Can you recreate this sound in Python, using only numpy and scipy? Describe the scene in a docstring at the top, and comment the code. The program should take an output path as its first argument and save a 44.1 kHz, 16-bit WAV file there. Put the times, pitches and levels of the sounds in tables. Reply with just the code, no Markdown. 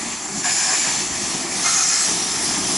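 """A steam locomotive rolls slowly closer across a yard, hissing wet steam from its open cylinder drain cocks.
The hiss is shaped noise; at two piston strokes a cock blows hard and its pipe rings as resonant noise.
A rough whistle, a narrow band of noise, rises with the first blow; water sputters and drops spit as clicks.
Low noise bands make the soft chimney roar, the rumbling running gear, the steam rush and short puffs.
Sliding echoes return from the engine's side and the shed."""
import sys
import numpy as np
from scipy import signal
from scipy.fft import rfft, irfft
from scipy.io import wavfile

SR = 44100
rng = np.random.default_rng(int(sys.argv[2]) if len(sys.argv) > 2 else 0)


def log_audio(samples):
    """Write samples as a 16-bit WAV file to the path given in sys.argv[1]."""
    # one column per channel
    frames = np.atleast_2d(samples).T
    # limit to full scale, then quantise
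    limited = np.clip(frames, -1, 1)
    pcm = np.round(limited * 32767).astype(np.int16)
    wavfile.write(sys.argv[1], SR, pcm)


N = 122157
T = np.arange(N) / SR  # time of each sample [s]
HZ = np.maximum(np.fft.rfftfreq(N, 1 / SR), 1)  # frequency of each spectrum bin [Hz]

# Steam flow through the cocks, before trim: (time [s], level [dB])
FLOW = [(0, -28), (.13, -30.5), (.2, -32.5), (.34, -30.5), (.38, -26), (.43, -29.5), (.45, -24),
        (.65, -22.5), (.95, -23.5), (1.1, -27.5), (1.27, -24), (1.48, -28), (1.58, -22), (1.69, -20.5),
        (1.79, -22.5), (1.88, -21), (1.95, -22), (2.08, -21), (2.2, -22.5), (2.38, -23.5), (2.43, -20.5),
        (2.5, -21.5), (2.63, -23), (2.77, -19)]


def from_db(db):
    """Decibels to gain."""
    return 10 ** (np.asarray(db) / 20)


def rms_one(x):
    """Scale to unit rms."""
    return x / np.sqrt(np.mean(x ** 2) + 1e-20)


def in_time(rows):
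    """Draw straight lines through (time, value) rows, one value per sample."""
    return np.interp(T, *np.transpose(rows))


def at_hz(points):
    """Read (frequency, value) rows at every bin, along a logarithmic frequency axis."""
    hz, value = np.transpose(points)
    return np.interp(np.log(HZ), np.log(hz), value)


def drift(rate):
    """Slow random wander of unit rms: noise through two equal one-pole lowpasses at rate [Hz]."""
    step = 40  # samples between control points
    pole = np.exp(-2 * np.pi * rate * step / SR)
    settling = 2000  # control points discarded while the filter settles
    steps = rng.standard_normal(N // step + settling + 2)
    slow = signal.lfilter([1], [1, -2 * pole, pole * pole], steps)[settling:]
    return np.interp(np.arange(N) / step, np.arange(len(slow)), rms_one(slow))


def flutter(depth_db, rate):
    """Gain of an unsteady flow, wandering by depth_db rms."""
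    return from_db(depth_db * drift(rate))


def noise(gain):
    """Stereo turbulence of unit rms: random spectra in mid and side, shaped by a gain per frequency."""
    # stereo width: (frequency [Hz], side minus mid [dB])
    width_rows = [(60, -17), (170, -27.5), (400, -13), (1000, -12.5), (2800, -11.5), (5000, -13.5),
                  (7200, -18), (8700, -5), (11000, -13)]
    # stereo balance: (frequency [Hz], left minus right [dB])
    balance_rows = [(60, .1), (250, 0), (700, 1), (1200, 1.6), (2000, -0.9), (3600, 1.5), (7000, -0.2),
                    (8700, 4), (11000, -1)]
    real, imaginary = rng.standard_normal((2, 2, len(HZ)))
    mid, side = real + 1j * imaginary
    sign = np.array([[1], [-1]])  # left, right
    pair = mid + sign * from_db(at_hz(width_rows)) * side
    pair = pair * from_db(sign * at_hz(balance_rows) / 2)
    return rms_one(irfft(pair * gain, N))


def resonance(hz, width_hz):
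    """Gain of a resonance, falling with the square of its detuning far from the centre."""
    return 1 / (1 + ((HZ ** 2 - hz ** 2) / (HZ * width_hz)) ** 2 / 2)


def ringing(modes, depth_db, rate):
    """Turbulence in a set of resonances, each wavering on its own."""
    return sum(from_db(db) * noise(resonance(hz, width_hz)) * flutter(depth_db, rate)
               for hz, width_hz, db in modes)


def waver(x, depth_db, rate, count):
    """Split the sound into overlapping strips, the lowest holding everything below the treble,
    each wandering in level; unit rms."""
    centres = np.linspace(4300, 10370, count)  # [Hz]
    spectrum = rfft(x)
    strips = 0
    for strip in np.eye(count):
        # triangular strips; the end strips stay open outward
        band = irfft(spectrum * np.interp(HZ, centres, strip), N)
        strips = strips + band * flutter(depth_db, rate)
    return rms_one(strips)


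def yard(x):
    """Reflections cut hollows into the sound and comb it; their delays slide as the engine rolls."""
    # hollows in the colour: (frequency [Hz], width [Hz], level [dB])
    hollow_rows = [(1500, 60, -2.5), (3960, 48, -3.5), (6890, 114, -6), (8410, 160, -3), (9200, 90, -10)]
    # echoes from the engine's side and the shed: (delay [s], change of delay [s per s], level [dB])
    echo_rows = [(.0093, 0.004, -12), (.0217, 0.0035, -15.5), (.041, -0.0036, -13.5), (.067, -0.002, -13)]
    hollows_db = sum(db * np.exp(-((HZ - hz) / width_hz) ** 2 / 2) for hz, width_hz, db in hollow_rows)
    direct = irfft(rfft(x) * from_db(hollows_db), N)
    echoes = 0
    for delay, slide, db in echo_rows:
        heard_from = T - delay - slide * T
        echo = np.array([np.interp(heard_from, T, channel, left=0) for channel in direct])
        echoes = echoes + from_db(db) * echo
    return direct + echoes


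def running_gear():
    """Wheels and rods rumble unevenly: low noise with a slow flutter."""
    # swells of the rumble: (time [s], level [dB])
    rumble_level = [(0, -51), (.3, -50), (.42, -46), (.55, -52), (.85, -56), (1.12, -45), (1.45, -51),
                    (1.62, -45), (1.69, -53), (2.04, -64), (2.09, -45), (2.27, -54), (2.33, -41),
                    (2.58, -49), (2.65, -38.5), (2.77, -55)]
    # colour of the rumble: (frequency [Hz], relative level [dB])
    rumble_colour = [(15, -14), (30, -17), (50, -7), (75, 2), (110, 1), (150, 0.5), (300, -32.5)]
    rumble = noise(from_db(at_hz(rumble_colour)))
    return rumble * from_db(in_time(rumble_level)) * flutter(depth_db=1.2, rate=3.3)


def chimney():
    """The soft hollow roar of exhaust steam: low noise with a fast flutter."""
    # swells of the roar, before trim: (time [s], level [dB])
    roar_level = [(0, -37.5), (.07, -35), (.17, -41), (.3, -37), (.45, -38), (.55, -39), (.8, -38.5),
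                  (.9, -35), (1.25, -35), (1.62, -34), (1.72, -39.5), (2.05, -39.5), (2.09, -33),
                  (2.28, -35.5), (2.45, -33), (2.6, -33.5), (2.77, -31.5)]
    # colour of the roar, before the low cut: (frequency [Hz], relative level [dB])
    roar_colour = [(110, -13.5), (165, -2), (230, -0.5), (300, -1.5), (370, -1.5), (440, -9), (520, -18),
                   (640, -8), (780, -4), (950, -7.5), (1200, -9), (1500, -16.5), (2500, -30)]
    trim_db, low_cut_hz = 2, 108
    gain = from_db(at_hz(roar_colour)) / np.sqrt(1 + (low_cut_hz / HZ) ** 8)
    return noise(gain) * from_db(in_time(roar_level) + trim_db) * flutter(depth_db=1.47, rate=44)


def puffs():
    """Brief swells of escaping steam: resonant noise under bell-shaped envelopes."""
    # puffs: (centre time [s], length as bell-curve sigma [s], frequency [Hz], width [Hz], level [dB])
    puff_rows = [(0.127, 0.0077, 2470, 400, -34.5), (0.373, .03, 203, 69.7, -32.5),
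                 (0.732, .025, 894, 451, -30.5), (.865, 0.0081, 645, 700, -30.5),
                 (1.548, 0.021, 261, 130, -31.5), (2.095, 0.029, 610, 600, -37.5),
                 (2.506, 0.015, 242, 111.3, -29.5)]
    total = 0
    for centre, length, hz, width_hz, db in puff_rows:
        swell = np.exp(-((T - centre) / length) ** 2 / 2)
        total = total + from_db(db) * swell * noise(resonance(hz, width_hz))
    return total


def rush():
    """Steam spreads along the ground: two noise bands swell separately and flutter together."""
    # swells of the low rush: (time [s], level [dB])
    low_level = [(0, -35), (.11, -38), (.2, -39.5), (.42, -37.5), (.47, -39), (.9, -29.5), (1.05, -36.5),
                 (1.2, -36), (1.35, -36.5), (1.5, -36), (1.62, -34.5), (1.72, -35.5), (2.08, -33),
                 (2.2, -36.5), (2.47, -32.5), (2.77, -36)]
    # colour of the low rush: (frequency [Hz], relative level [dB])
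    low_colour = [(550, -18), (750, -6), (1150, -3), (1450, -4), (1750, 3), (2300, 2.5), (2650, -2.5),
                  (3000, -18), (4000, -36)]
    # swells of the upper rush: (time [s], level [dB])
    upper_level = [(0, -42), (.12, -39.5), (.2, -42), (.33, -48), (.385, -39), (.425, -44), (.455, -33),
                   (.6, -36.5), (.9, -32.5), (1.05, -37), (1.17, -41), (1.35, -34.5), (1.45, -39),
                   (1.56, -44), (1.66, -32), (1.87, -37), (2.09, -32.5), (2.31, -38), (2.45, -35),
                   (2.77, -33)]
    # colour of the upper rush: (frequency [Hz], relative level [dB])
    upper_colour = [(2000, -20), (2500, -1.5), (2850, 1.5), (3300, 2.5), (3950, -1.5), (4300, -0.5),
                    (5000, -5.5), (7000, -24)]
    low = noise(from_db(at_hz(low_colour))) * from_db(in_time(low_level))
    upper = noise(from_db(at_hz(upper_colour))) * from_db(in_time(upper_level))
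    return (low + upper) * flutter(depth_db=1.0, rate=25)


def spits():
    """Drops of condensate burst at random: band-passed clicks, louder with the flow."""
    spits_per_s, level_db, spread_db = 130, -42.5, 1
    sizes_db = spread_db * np.minimum(rng.exponential(1, N), 3)
    bursts = rng.random(N) < spits_per_s / SR
    clicks = from_db(sizes_db) * rng.choice([-1, 1], N) * bursts
    band = signal.butter(1, (900, 6670), "band", fs=SR, output="sos")  # [Hz]
    crackle = rms_one(signal.sosfilt(band, clicks + 1e-18))
    flow_db = in_time(FLOW)
    # half a decibel for each decibel of flow
    return crackle * from_db(level_db + .5 * (flow_db - flow_db.mean()))


def sputter():
    """Water driven out with the steam sputters in each pipe's low resonances."""
    # envelope of each sputter: (time [s], level [dB])
    first_level = [(.42, -60), (.445, -27), (.495, -27.5), (.535, -36), (.565, -29.5), (.66, -32.5),
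                   (.75, -30), (.785, -35), (.89, -34), (.97, -56), (1.1, -75)]
    second_level = [(1.62, -71), (1.648, -27), (1.678, -24), (1.71, -36), (1.77, -28.5), (1.86, -32.5),
                    (1.94, -31), (2.02, -38.5), (2.15, -49)]
    # low resonances of each pipe: (frequency [Hz], width [Hz], relative level [dB])
    first_throat = [(743, 100, -8.5), (1020, 190, -8), (1675, 200, -1.5), (2346, 300, -3.5)]
    second_throat = [(764, 96, -9), (1310, 175, -1.5), (1760, 67, -9), (2107, 44, -7), (2500, 37, -10.5)]
    first = from_db(in_time(first_level)) * ringing(first_throat, depth_db=2.04, rate=13)
    second = from_db(in_time(second_level)) * ringing(second_throat, depth_db=2.04, rate=13)
    return first + second


def whistle():
    """A narrow, fluttering band of turbulence that sags in pitch as it grows."""
    # swells of the whistle: (time [s], level [dB])
    whistle_level = [(0, -35.5), (.33, -36.5), (.38, -29), (.43, -31), (.455, -21.5), (.62, -23.5),
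                     (.82, -23.5), (.95, -28), (1.1, -34.5), (1.4, -37), (2.2, -46), (2.77, -40)]
    centre_hz, width_hz, sag_hz_per_db = 7270, 280, 8.5
    db = in_time(whistle_level)
    sag_hz = sag_hz_per_db * (db - db.mean())
    bend = np.exp(-2j * np.pi * np.cumsum(sag_hz) / SR)
    # shifting the analytic signal moves the whole band in frequency
    band = signal.hilbert(noise(resonance(centre_hz, width_hz)))
    return from_db(db) * flutter(depth_db=1.0, rate=25) * np.real(band * bend)


def blows():
    """Each cock blows hard in turn, and turbulence rings in its drain pipe's resonances."""
    # one blow for each cock: (start [s], end [s], attack [s], release [s], level [dB])
    blow_rows = [(0.431, 0.847, 0.011, 0.15, -28), (1.633, 2.035, 0.039, 0.082, -28)]
    # resonances of the drain pipes: (frequency [Hz], width [Hz], relative level [dB])
    first_pipe = [(4520, 680, -15), (5160, 180, -4), (5650, 260, -8), (6500, 180, -11), (7800, 140, -19),
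                  (9500, 200, -17), (10570, 430, -11.5)]
    second_pipe = [(4220, 168, -9.5), (5230, 140, -10.5), (5640, 220, -3), (6570, 650, 2.5),
                   (7030, 160, -3), (7540, 150, -0.5), (8060, 200, -4.5), (8900, 260, -16),
                   (10670, 110, -15)]
    total = 0
    for row, pipe in zip(blow_rows, (first_pipe, second_pipe)):
        start, end, attack, release, db = row
        envelope = np.clip((T - start) / attack, 0, 1) * np.exp(-np.maximum(T - end, 0) / release)
        total = total + from_db(db) * envelope * ringing(pipe, depth_db=2.7, rate=9.6)
    return total


def hiss():
    """Open jets as bright noise; the colour shifts as the engine nears, and strips of it waver."""
    # colour far off, then close by: (frequency [Hz], relative level [dB])
    far_colour = [(2500, -17), (3950, -9), (4350, -2.5), (4850, -4.5), (5700, 0), (6500, 3), (6850, 4),
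                  (7600, -2), (8050, -1.5), (8400, -7), (9250, -5), (9600, -5.5), (11000, -7.5)]
    near_colour = [(2500, -19), (3950, -8), (4300, -7), (4850, -4.5), (5120, 3), (5400, -2.5), (5700, 3),
                   (6100, -1), (6550, 0.5), (6950, -1.5), (7400, 2), (7900, -7.5), (8150, -2.5), (8500, -9),
                   (9300, -2.5), (9900, -5.5), (11000, -6)]
    near_from_s, near_by_s, trim_db = 0.98, 1.75, 1.5
    near = np.clip((T - near_from_s) / (near_by_s - near_from_s), 0, 1)
    far_jet = np.sqrt(1 - near) * noise(from_db(at_hz(far_colour)))
    near_jet = np.sqrt(near) * noise(from_db(at_hz(near_colour)))
    jet = waver(far_jet + near_jet, depth_db=1.64, rate=11.6, count=14)
    return jet * from_db(in_time(FLOW) + trim_db)


def scene():
    """The whole engine in its yard; puffs and running gear stay free of reflections."""
    wet = sputter() + spits()
    steam = hiss() + rush() + blows() + whistle() + wet + chimney()
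    return yard(steam) + puffs() + running_gear()


def record(dry):
    """Cut the top steeply with a long lowpass filter."""
    lowpass = signal.firwin(801, 11050, fs=SR, window=("kaiser", 9))  # cutoff [Hz]
    return signal.fftconvolve(dry, lowpass[None], "same", axes=1)


dry = scene()
out = record(dry)
log_audio(out)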